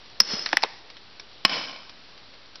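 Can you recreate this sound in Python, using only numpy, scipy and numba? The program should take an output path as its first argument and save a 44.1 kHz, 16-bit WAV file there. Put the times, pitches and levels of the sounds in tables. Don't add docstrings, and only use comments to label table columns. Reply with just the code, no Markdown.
import sys
import numpy as np
from scipy import signal
from scipy.fft import rfft, irfft
from scipy.io import wavfile
from scipy.ndimage import uniform_filter1d
from numba import njit

SR = 44100
rng = np.random.default_rng(int(sys.argv[2]) if len(sys.argv) > 2 else 0)


def generate_wav(sig):
    pcm = np.round(np.clip(np.atleast_2d(sig).T, -1, 1) * 32767).astype(np.int16)
    wavfile.write(sys.argv[1], SR, pcm)


def volts_from_decibels(level):
    exponent = np.asarray(level, float) / 20
    return 10 ** exponent


N = 114660

# (time [s], crack sent into the wood [dB], wood echo level [dB], echo rise [s], log thump [dB])
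HAMMER_BLOWS = [
    (0.2023, -5.5, -16, 0.11, -28),
    (1.4499, -2.5, -9.5, 0.073, -25.5),
]
# (time [s], level [dB], low mode [Hz], high mode [Hz], high re low mode [dB])
LOG_KNOCKS = [(.334, -20, 205, 324, -14), (0.4599, -23, 1100, 5050, 19.5), (0.4621, -7, 1840, 4220, 3.5),
              (.470, -27.5, 1760, 4064, 13.5), (0.4896, -18, 2020, 4700, 8.5), (.502, -35, 2240, 4970, -13),
              (0.516, -25.5, 1580, 3300, 4), (0.5293, -9, 2395, 3440, 6.5), (0.5304, -4, 784, 1770, 4),
              (0.5345, -13.5, 1780, 3463, -3), (0.535, -18.5, 317, 530, -4.5), (.5725, -13, 800, 1200, -6),
              (0.623, -15, 2500, 5200, 2), (0.6316, -16, 874, 4860, 16), (.6355, -5.5, 2536, 4390, 0.5),
              (0.636, -3.5, 820, 4177, 3), (.641, -44, 768, 1936, -4), (.645, -18, 450, 910, 3),
              (.737, -45, 796, 2040, -5)]


def fade(t, t60, rise):
    t = np.maximum(t, 0)
    return (1 - np.exp(-(t / rise) ** 2)) * volts_from_decibels(-60 * t / t60)


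def sine(hz, t):
    return np.sin(2 * np.pi * hz * t)


def band(x, hz, width):
    edges_hz = [hz / (1 + width), hz * (1 + width)]
    return signal.sosfilt(signal.butter(1, edges_hz, "band", fs=SR, output="sos"), x)


def add(track, s, sound):
    i = int(s * SR)
    track[i:i + len(sound)] += sound[:N - i]


def slow_walk(size):
    held = np.repeat(rng.standard_normal(N // size + 1), size)
    return 1.3 * uniform_filter1d(uniform_filter1d(held, size), size)[:N]


def air():
    # (frequency [Hz], level per Hz [dB])
    noise_colour = [(15, -43), (25, -2.5), (70, -2.5), (145, -4.5), (267, -4), (403, -4), (2230, -7),
                    (4410, -3), (5800, -12), (7540, -30.5), (12800, -120)]
    level_db = -50.5
    hz = np.fft.rfftfreq(N, 1 / SR) + 1
    colour_hz, colour_db = np.transpose(noise_colour)
    colour = volts_from_decibels(np.interp(np.log(hz), np.log(colour_hz), colour_db))
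    common = slow_walk(20000)
    out = np.zeros(N)
    for octave in range(4, 14):
        share = np.sqrt(np.clip(1 - abs(np.log2(hz) - octave), 0, 1))
        noise = irfft(rfft(rng.standard_normal(N)) * colour * share, N)
        out += volts_from_decibels(0.4 * common + 0.6 * slow_walk(3000)) * noise
    return volts_from_decibels(level_db) * out / np.std(out)


def deep_thuds():
    hz, level_db, t60_s = 70, -41, 0.098
    out, t = np.zeros(N), np.arange(SR // 4) / SR
    thud = volts_from_decibels(level_db) * fade(t, t60_s, 0.002) * np.cos(2 * np.pi * hz * t)
    for event in [*HAMMER_BLOWS, LOG_KNOCKS[0]]:
        add(out, event[0], thud)
    return out


def ticks():
    # (time [s], peak level [dB], bright band [Hz])
    twig_ticks = [(0.059, -46, 3930), (0.099, -43.5, 4500), (0.901, -31.5, 4100), (0.968, -34, 2740),
                  (1.197, -29, 5200), (1.33, -45, 4620), (1.895, -33.5, 4170), (2.091, -42, 5060),
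                  (2.177, -39, 4700), (2.338, -40, 4420), (2.352, -49, 5100), (2.459, -44, 4340),
                  (2.556, -32, 5000)]
    t60_s, bright_db = 0.039, 0.5
    out, t = np.zeros(N), np.arange(SR // 16) / SR
    for s, db, hz in twig_ticks:
        noise = rng.standard_normal((2, len(t)))
        snap = band(noise[0], 3500, 3.4) + volts_from_decibels(bright_db) * 1.32 * band(noise[1], hz, 0.23)
        add(out, s, volts_from_decibels(db) * fade(t, t60_s, 0.00024) * snap)
    return out


def wood(rise):
    split_hz, t60_low_s, t60_high_s = 780, 0.78, 0.78
    clearing_db, trunks_db = -14.5, 2
    t = np.arange(SR) / SR
    uneven = np.repeat(rng.standard_normal(SR // 100 + 1), 100)[:SR]
    grain = rng.standard_normal(SR) * volts_from_decibels(trunks_db * uneven)
    low = signal.sosfilt(signal.butter(2, split_hz, fs=SR, output="sos"), grain)
    high = grain - low
    swell = 1 - (1 - volts_from_decibels(clearing_db)) * np.exp(-(t / rise) ** 4)
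    echo = swell * (low * fade(t, t60_low_s, 0.03) + high * fade(t, t60_high_s, 0.0035))
    return echo / np.sqrt(np.sum(echo ** 2))


def knocks():
    # (time [s], level [dB], low mode [Hz], high mode [Hz], high re low [dB])
    hard_knock = (.5703, 4, 1950, 4500, 0)
    cycles, grit_db = 6.83, -1
    tail_db, hard_tail_db, tail_t60_s = -18.5, -10, 0.094
    wood_db, wood_rise_s = -21.5, 0.046
    out, t = np.zeros(N), np.arange(SR // 8) / SR

    def ring(hz):
        return fade(t, cycles / hz + 0.0036, 0.00079) * sine(hz, t)

    for s, db, low_hz, high_hz, high_db in [*LOG_KNOCKS, hard_knock]:
        noise = rng.standard_normal((2, len(t)))
        modes = ring(low_hz) + volts_from_decibels(high_db) * ring(high_hz)
        grit = volts_from_decibels(grit_db) * fade(t, 0.01, 0.00025) * band(noise[0], np.sqrt(low_hz * high_hz), 1.4)
        this_tail_db = tail_db + hard_tail_db * (s == hard_knock[0])
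        woody = band(band(noise[1], low_hz, 1.0), low_hz, 0.76)
        tail = volts_from_decibels(this_tail_db) * 2 * fade(t, tail_t60_s, 0.00067) * woody
        add(out, s, volts_from_decibels(db) * (modes + grit + tail))
    return out + volts_from_decibels(wood_db) * signal.fftconvolve(out, wood(wood_rise_s))[:N]


def hammer():
    # (frequency [Hz], level [dB], t60 [s])
    glancing_modes = [(584, -47, 0.086), (1020, -33, 0.019), (1645, -44, 0.039), (2210, -33.5, 0.034),
                      (2720, -20.5, 0.0083), (3430, -16.5, 0.014), (4513, 4.5, 0.0062), (5500, -36, .045),
                      (5510, -14, 0.047), (5830, -7, 0.019)]
    square_modes = [(303, -16, 0.018), (450, -20.5, 0.021), (1078, -17, 0.042), (1674, -29, .025),
                    (2197, -5.5, 0.011), (2906.4, -12.5, .035), (3111, -33, 0.078), (4153, -7, 0.015),
                    (4215, -11, .015), (4590, -9.5, 0.01), (4820, -13.5, 0.023), (5140, -13.5, 0.042),
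                    (5240, -13.5, 0.032), (5810, -21, 0.013)]
    # (frequency [Hz], level [dB], t60 [s])
    clink_modes = [
        (5150, 3, .018),
        (2920, -2, .02),
    ]
    # (whole blow [dB], crack toward the camera [dB])
    blow_levels = [
        (9, -16),
        (4, -8),
    ]
    longest_rings = (.07, .04)
    # (delay [s], level [dB])
    near_faces = [
        [(.0088, -19.5), (.0148, -21)],
        [(.0055, -13), (.0445, -18), (.082, -20)],
    ]
    rise_s, crack_s, crack_hz = 0.00093, 0.00005, 1300
    grit_db, grit_t60_s = 8.5, 0.029
    thump_hz, thump_t60_s = 207, 0.057
    out, t = np.zeros(N), np.arange(SR // 4) / SR
    thump = fade(t, thump_t60_s, 0.0045) * sine(thump_hz, t)
    crack = band(2 * np.exp(-((t - 4 * crack_s) / crack_s) ** 2), crack_hz, 11.4)
    mode_sets = (glancing_modes, square_modes)
    settings = zip(HAMMER_BLOWS, blow_levels, mode_sets, clink_modes, longest_rings, near_faces)
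    for event, (db, crack_db), modes, clink, longest, near in settings:
        s, far_db, wood_db, wood_rise, thump_db = event
        body = volts_from_decibels(thump_db) * thump
        for k, (hz, mode_db, t60) in enumerate(sorted([*modes, clink])):
            sign = (-1) ** k
            body = body + sign * volts_from_decibels(mode_db) * fade(t, min(t60, longest), rise_s) * sine(hz, t)
        noise = band(rng.standard_normal(len(t)), crack_hz, 0.83)
        grit = volts_from_decibels(grit_db) * fade(t, grit_t60_s, rise_s) * noise
        blow = volts_from_decibels(db) * (body + volts_from_decibels(crack_db) * (crack + grit))
        add(out, s, blow)
        for lag, near_db in near:
            add(out, s + lag, volts_from_decibels(near_db) * blow)
        toward_wood = body + volts_from_decibels(far_db) * 1.81 * crack
        add(out, s, volts_from_decibels(db + wood_db) * signal.fftconvolve(toward_wood, wood(wood_rise)))
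    return out


def scene():
    bass_cut = signal.butter(3, 202, "high", fs=SR, output="sos")
    struck = signal.sosfilt(bass_cut, hammer() + knocks() + ticks())
    return np.tile(struck + deep_thuds() + air(), (2, 1))


@njit
def follow(x, attack, release):
    e, out = 0., np.empty(len(x))
    for i in range(len(x)):
        e += (abs(x[i]) - e) * (attack if abs(x[i]) > e else release)
        out[i] = e
    return out


def low_pass(x):
    return signal.sosfilt(signal.butter(12, 16680, fs=SR, output="sos"), x)


def record(dry):
    top_hz, final_hz = 5850, 13000
    limit_db, ratio, attack_s, release_s = -15, 2.5, 0.004, 0.05
    clip, knee, offset = 0.72, 8, -0.0026
    hz = np.fft.rfftfreq(N, 1 / SR)
    dull_db = -80 * np.clip((hz - top_hz + 150) / 550, 0, 1) ** 2
    x = irfft(rfft(dry[0]) * volts_from_decibels(dull_db), N)
    peak = follow(x, 1 / (attack_s * SR), 1 / (release_s * SR))
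    x = x * np.minimum(volts_from_decibels(limit_db) / (peak + 1e-9), 1) ** (1 - 1 / ratio)
    x = x / (1 + abs(x / clip) ** knee) ** (1 / knee)
    x = signal.sosfiltfilt(signal.butter(2, final_hz, fs=SR, output="sos"), x)
    return low_pass(np.tile(x + offset, (2, 1)))


dry = scene()
out = record(dry)
generate_wav(out)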